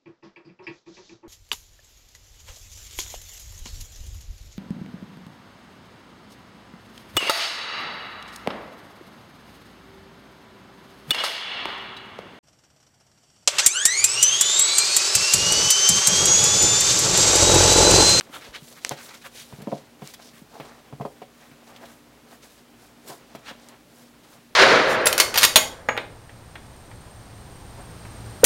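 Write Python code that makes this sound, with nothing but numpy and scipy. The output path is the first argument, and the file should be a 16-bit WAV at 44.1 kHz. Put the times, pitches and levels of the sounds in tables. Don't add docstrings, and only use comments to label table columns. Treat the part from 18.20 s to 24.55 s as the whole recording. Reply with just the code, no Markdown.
import sys
import numpy as np
from scipy import signal
from scipy.fft import rfft, irfft, next_fast_len
from scipy.io import wavfile
from scipy.ndimage import uniform_filter1d

SR = 44100
rng = np.random.default_rng(int(sys.argv[2]) if len(sys.argv) > 2 else 0)


def transcribe(u):
    v = np.clip(np.atleast_2d(u).T, -1, 1)
    q = np.round(v * 32767).astype(np.int16)
    wavfile.write(sys.argv[1], SR, q)


N = 280079
TIME = np.arange(N) / SR
AROUND_PEAK = TIME[:SR // 2] - 1 / 4
TOP_HZ = 15900


def undb(db):
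    return 10 ** (np.asarray(db) / 20)


def unit(x):
    return x / np.sqrt(np.mean(x ** 2) + 1e-20)


def add(out, start_s, x):
    i = int(round(start_s * SR))
    x, i = x[max(-i, 0):], max(i, 0)
    out[i:i + len(x)] += x[:max(N - i, 0)]


def fade(t, t60):
    return np.exp(-np.log(1000) * t / t60)


def colour(x, points):
    hz, db = np.transpose(points)
    size = next_fast_len(len(x))
    bins_hz = np.maximum(np.fft.rfftfreq(size, 1 / SR), 1)
    gain = undb(np.interp(np.log(bins_hz), np.log(hz), db))
    return unit(irfft(rfft(x, size) * gain, size)[:len(x)])


def passband(x, hz, kind, order):
    return signal.sosfilt(signal.butter(order, hz, kind, fs=SR, output="sos"), x)


def wander(rate_hz, size):
    hold = max(int(SR / rate_hz), 1)
    steps = np.repeat(rng.standard_normal(size // hold + 1), hold)
    return unit(uniform_filter1d(uniform_filter1d(steps, hold), hold)[:size])


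def hit_level(x, db):
    return undb(db) * x / np.std(x[:SR // 50])


def fibres(size, grain_db, patchy_db, patch_hz):
    sizes_db = grain_db * wander(3000, size) + patchy_db * wander(patch_hz, size)
    return unit(rng.standard_normal(size) * undb(sizes_db))


# pitch in Hz, centre level in dB.
HUM_PARTIALS = [(59.2, -72), (118.5, -78), (237.5, -61), (296, -67.5), (360, -79), (592, -77)]
# frequency in Hz, gain in dB.
ROOM_TONE_EQ = [(20, -20), (55, -17), (90, -8), (130, 1), (180, -2), (280, -0.5), (370, -6), (600, -9),
                (1000, -16), (2500, -14.5), (6000, -20), (16000, -25)]


def fan_and_room_tone(tone_db=-56, waver_db=3.5, drift_rad=0.65):
    hum = np.zeros(N)
    for hz, db in HUM_PARTIALS:
        level = undb(db + waver_db * wander(17, N))
        phase = 2 * np.pi * hz * TIME + drift_rad * wander(13, N)
        hum += level * np.sqrt(2) * np.sin(phase)
    return hum + undb(tone_db) * colour(rng.standard_normal(N), ROOM_TONE_EQ)


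# frequency in Hz, gain in dB.
BRUSH_EQ = [(100, -7), (500, 8), (1200, -2), (2500, -3), (3800, 4), (6000, 0.5), (9000, -6.5), (16000, -24)]


def brushed_knit():
    return colour(fibres(N, grain_db=3, patchy_db=2.8, patch_hz=110), BRUSH_EQ)


# time in seconds, level in dB.
PRESSURE_RIDE = [(0.0, -57.5), (0.18, -49), (0.63, -61), (0.81, -56), (1.04, -59), (1.25, -56), (1.48, -52),
                 (1.61, -55.5), (2.23, -58.5), (2.44, -53.5), (3.27, -59.5), (3.59, -52.5), (3.84, -57.5),
                 (4.62, -59), (5.34, -51.5), (5.55, -56), (5.71, -58.5), (6.35, -59)]
# frequency in Hz, gain in dB.
RUB_EQ = [(150, -4), (400, 11), (900, 8), (2000, 1.5), (3200, -4), (6000, -18), (16000, -45)]


def carpet_rub(rub_db=-1, creep_db=-13, creep_wander_db=3):
    pressure = undb(np.interp(TIME, *np.transpose(PRESSURE_RIDE)))
    rub = colour(fibres(N, grain_db=1.5, patchy_db=2.14, patch_hz=43), RUB_EQ)
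    creep = brushed_knit() * undb(creep_db + creep_wander_db * wander(8.3, N))
    return pressure * (undb(rub_db) * rub + creep)


def snap(hz, cycles, crackle_db=-16, crackle_t60=0.0089, crackle_top_hz=9000):
    t = TIME[:SR // 50]
    ring = np.cos(2 * np.pi * hz * t) * fade(t, cycles / hz)
    crackle = passband(rng.standard_normal(len(t)), crackle_top_hz, "low", order=3)
    x = ring + undb(crackle_db) * crackle * fade(t, crackle_t60)
    x = passband(x, hz / 2, "high", order=1)
    x = passband(x, min(2 * hz, TOP_HZ), "low", order=2)
    return x / np.abs(x).max()


# start in seconds, ring peak in dB,
# ring pitch in Hz, cycles to die away, body level in dB relative to the ring.
TICK_CUES = [(0.0098, -23, 6600, 1.4, 7.5), (0.6488, -6, 4500, 2.7, -4), (0.6934, -8, 6560, 7.5, -30),
             (1.875, -21.5, 6600, 3.7, -25), (3.5628, -33, 3460, 14, -11), (5.4873, -28, 6900, 6.2, -18)]


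def ticks(body_hz=1590, body_cycles=1.8, body_lag_s=0.0003):
    out = np.zeros(N)
    for start_s, db, hz, cycles, body_db in TICK_CUES:
        add(out, start_s, undb(db) * snap(hz, cycles))
        add(out, start_s + body_lag_s, undb(db + body_db) * snap(body_hz, body_cycles))
    return out


def scrape(rise_s, fall_s, centre_hz, octaves, skirt_db=-30, ripple_db=2):
    speed = np.exp(-0.5 * (AROUND_PEAK / np.where(AROUND_PEAK < 0, rise_s, fall_s)) ** 2)
    hz = np.geomspace(40, 16000, 40)
    bell = np.exp(-0.5 * (np.log2(hz / centre_hz) / octaves) ** 2)
    power = bell * centre_hz / hz + undb(skirt_db) ** 2
    tone_db = 10 * np.log10(power) + ripple_db * rng.standard_normal(len(hz))
    grains = fibres(len(AROUND_PEAK), grain_db=2.6, patchy_db=1.56, patch_hz=250)
    return speed * colour(grains, np.c_[hz, tone_db])


# peak time in seconds, half length in
# seconds, scrape level in dB, scrape centre in Hz, hiss level in dB, air in dB relative to the hiss.
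STROKE_CUES = [(0.034, 0.017, -61, 1500, -55.5, -4), (.156, 0.017, -39, 1700, -51.5, 3),
               (.248, 0.03, -46.5, 2600, -54, -3), (0.359, 0.012, -34.5, 2300, -46.5, -10),
               (0.488, 0.04, -63, 4000, -52, -0.5), (0.579, 0.012, -45, 1680, -51.5, -5),
               (0.681, 0.034, -50.5, 2930, -45.5, -10), (.80, 0.022, -44.5, 1870, -52, -2),
               (0.85, 0.018, -55, 2500, -52.5, 5), (0.924, 0.042, -47.5, 1840, -50, -6.5),
               (1.062, 0.01, -37.5, 1550, -53.5, 5), (1.197, 0.03, -43, 4100, -50.5, 2),
               (1.33, 0.048, -61, 3000, -57.5, -0.5), (1.557, .035, -67, 1500, -53.5, -14),
               (1.886, 0.03, -51, 2570, -52.5, -0.5), (2.051, .025, -60, 800, -51, -6.5),
               (2.176, 0.021, -55.5, 1800, -62.5, 6.5), (2.361, 0.028, -45.5, 656, -55, -21),
               (2.453, 0.019, -49.5, 800, -55, -8), (2.527, 0.053, -52.5, 1000, -60, -10),
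               (2.895, 0.057, -70, 900, -71, 7), (3.241, 0.04, -54.5, 1500, -61, -1.5),
               (3.496, 0.02, -54.5, 890, -59.5, -1), (3.635, .014, -46, 870, -57, -8),
               (3.706, .035, -54, 1100, -60, 1.5), (4.133, 0.019, -50.5, 1080, -55.5, -2),
               (4.253, 0.014, -54, 1510, -52.5, -4), (4.337, 0.035, -67, 1500, -59, -1),
               (4.64, 0.027, -58, 900, -59, 0), (4.893, 0.01, -44, 3000, -49, 5.5),
               (4.916, 0.029, -41.5, 730, -54.5, 3), (5.283, 0.016, -41, 2700, -54, -17),
               (5.299, .013, -38, 1900, -48, -15), (5.44, 0.028, -68, 890, -60, -7),
               (5.799, 0.039, -61, 800, -59, 0), (6.051, 0.0069, -58, 1500, -59, -4),
               (6.131, 0.022, -55, 1000, -58.5, .5)]
# frequency in Hz, gain in dB.
AIR_EQ = [(2000, -36), (4500, -2.5), (7000, 1), (11000, 0), (16000, -4.5)]


def strokes(rise_share=0.58, scrape_octaves=0.68, hiss_stretch=1.54):
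    scrapes, brush_power, air_power = np.zeros((3, N))
    for peak_s, half_s, scrape_db, hz, hiss_db, air_db in STROKE_CUES:
        start_s = peak_s + AROUND_PEAK[0]
        rise_s, fall_s = 2 * half_s * rise_share, 2 * half_s * (1 - rise_share)
        add(scrapes, start_s, undb(scrape_db) * scrape(rise_s, fall_s, hz, scrape_octaves))
        swell = np.exp(-(AROUND_PEAK / (hiss_stretch * half_s)) ** 2)
        add(brush_power, start_s, undb(hiss_db) ** 2 * swell)
        add(air_power, start_s, undb(hiss_db + air_db) ** 2 * swell)
    air = colour(fibres(N, grain_db=1.5, patchy_db=1.5, patch_hz=390), AIR_EQ)
    hiss = brushed_knit() * np.sqrt(brush_power) + air * np.sqrt(air_power)
    return scrapes, hiss


# pitch in Hz, relative level in dB, seconds to fall 60 dB after a firm blow.
FLOOR_AND_SHOE_MODES = [(50.4, 4.5, 0.067), (145, -0.5, 0.17), (210, 0, 0.045), (204, -1, 0.059),
                        (302, -2.5, 0.064), (423, -4.5, 0.14), (505, 3, 0.037), (556, -18.5, 0.25),
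                        (646, -2.5, 0.055), (704, -6.5, 0.056), (797, -1.5, 0.048), (935, -2.5, 0.069),
                        (1019, -2, 0.043), (1220, -16, 0.14), (1460, -36, .06)]
FIRM_DB, RING_HALVES_DB = -23, 22


def blow(db, low_hz, top_hz, scatter_db=-4, scatter_t60=0.13, cushion_s=0.0006):
    t = TIME[:SR // 3]
    ring_scale = 2 ** ((db - FIRM_DB) / RING_HALVES_DB)
    modes = sum(undb(mode_db) * fade(t, t60 * ring_scale) * np.sin(2 * np.pi * hz * t)
                for hz, mode_db, t60 in FLOOR_AND_SHOE_MODES)
    scatter_eq = [(40, -36), (95, -38), (170, 7.5), (340, 5), (750, 13),
                  (1500, -29), (5000, -34), (16000, -34)]
    scatter = colour(rng.standard_normal(len(t)), scatter_eq)
    x = modes + undb(scatter_db) * scatter * fade(t, scatter_t60 * ring_scale)
    x *= 1 - np.exp(-t / cushion_s)
    x = passband(x, low_hz, "high", order=3)
    x = passband(x, top_hz, "low", order=2)
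    return hit_level(x, db)


# start in seconds, knock level in dB, knock centre in Hz, hardness as
# octaves either side, weight level in dB, weight centre in Hz (lower under more load), slap level in dB.
FOOTFALL_CUES = [(.095, -55, 403, .5, -52, 232, -72), (.272, -49, 543, 0.42, -50, 52.4, -72),
                 (0.418, -68, 500, .5, -47.5, 180, -72), (0.7099, -31, 600, 0.35, -37.5, 145, -39.5),
                 (1.3255, -46.5, 600, 1.5, -40, 109, -53), (1.383, -66, 500, .5, -41, 210, -70),
                 (1.400, -61, 500, .5, -42.5, 220, -57), (1.419, -55, 500, .5, -40, 223, -53.5),
                 (1.4717, -30, 380, 0.52, -32, 238, -54), (1.5169, -40.5, 705, .15, -42, 270, -50.5),
                 (1.5239, -27, 460, 0.12, -28.5, 247, -66), (1.820, -42.5, 545, 1.2, -38.5, 190, -50.5),
                 (2.134, -65, 500, .8, -56, 180, -58), (2.217, -58, 400, .8, -46, 227, -71),
                 (2.3991, -36.5, 462, 1.03, -47, 163, -43), (2.7263, -42, 480, 1.56, -39, 121, -57),
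                 (2.7992, -40.5, 597, 0.74, -32, 153, -64), (2.8105, -34, 626, 0.39, -48, 200, -50),
                 (2.8512, -29.5, 676, 1.1, -41, 237, -56), (3.018, -39.5, 514, 0.49, -58, 216, -50.5),
                 (3.314, -65, 450, 0.69, -51, 204, -56), (4.8987, -46, 386, 0.79, -54, 148, -59),
                 (5.1498, -38.5, 380, 1.37, -45, 225, -47.5), (5.311, -46.5, 504, 0.62, -49.5, 240, -54)]
# frequency in Hz, gain in dB.
SLAP_EQ = [(300, -4), (1200, 6.5), (2300, 8), (4000, -1), (8000, -15), (16000, -12)]


def footfalls(slap_t60=0.13, weight_band_ratio=1.15, weight_lag_cycles=0.706):
    out, t = np.zeros(N), TIME[:SR // 3]
    for start_s, knock_db, knock_hz, octaves, weight_db, weight_hz, slap_db in FOOTFALL_CUES:
        add(out, start_s, blow(knock_db, knock_hz / 2 ** octaves, knock_hz * 2 ** octaves))
        slap = colour(rng.standard_normal(len(t)), SLAP_EQ) * fade(t, slap_t60)
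        add(out, start_s, hit_level(slap, slap_db))
        weight = blow(weight_db, weight_hz / weight_band_ratio, weight_hz * weight_band_ratio)
        add(out, start_s + weight_lag_cycles / weight_hz, weight)
    return out


# peak time in seconds, level in dB, centre in Hz.
SNAG_CUES = [(.715, -36.5, 2600), (0.943, -46, 5000), (0.971, -54, 5000), (1.016, -44.5, 2210),
             (1.419, -50.5, 6000), (1.914, -67, 5000), (1.938, -41.5, 5270), (1.994, -45, 1430),
             (2.812, -57, 1990), (2.852, -46.5, 1860), (3.5642, -49.5, 3280), (3.655, -46.5, 3000),
             (4.229, -48.5, 3160), (5.151, -47.5, 4500), (5.489, -50.5, 6000)]


def snags(rise_s=0.001, fall_s=0.01, octaves=1.13):
    out = np.zeros(N)
    for peak_s, db, hz in SNAG_CUES:
        add(out, peak_s + AROUND_PEAK[0], undb(db) * scrape(rise_s, fall_s, hz, octaves))
    return out


def sock_whistle(peak_s=2.058, half_s=0.026, db=-55.5, hz=5500, octaves=0.087):
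    out = np.zeros(N)
    add(out, peak_s + AROUND_PEAK[0], undb(db) * scrape(half_s, half_s, hz, octaves))
    return out


# frequency in Hz, gain in dB.
REVERB_EQ = [(60, -25), (300, 1), (1200, -5), (2500, -6), (3700, 5), (5500, -12), (16000, -25)]


def room(x, wet_db, t60, predelay_s=0.0031):
    t = TIME[:SR // 2]
    tail = colour(rng.standard_normal(len(t)), REVERB_EQ) * fade(t, t60) * (t > predelay_s)
    echo = signal.fftconvolve(x, tail / np.linalg.norm(tail))[:N]
    return x + undb(wet_db) * echo


def scene():
    bed = fan_and_room_tone() + carpet_rub()
    snaps = room(ticks(), wet_db=-21, t60=0.053)
    scrapes, hiss = strokes()
    handling = room(scrapes + footfalls() + snags() + sock_whistle(), wet_db=-15.5, t60=0.22)
    return (bed + snaps + hiss + handling)[None]


def record(dry):
    return signal.sosfilt(signal.ellip(10, 0.2, 70, TOP_HZ, fs=SR, output="sos"), dry)


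dry = scene()
out = record(dry)
transcribe(out)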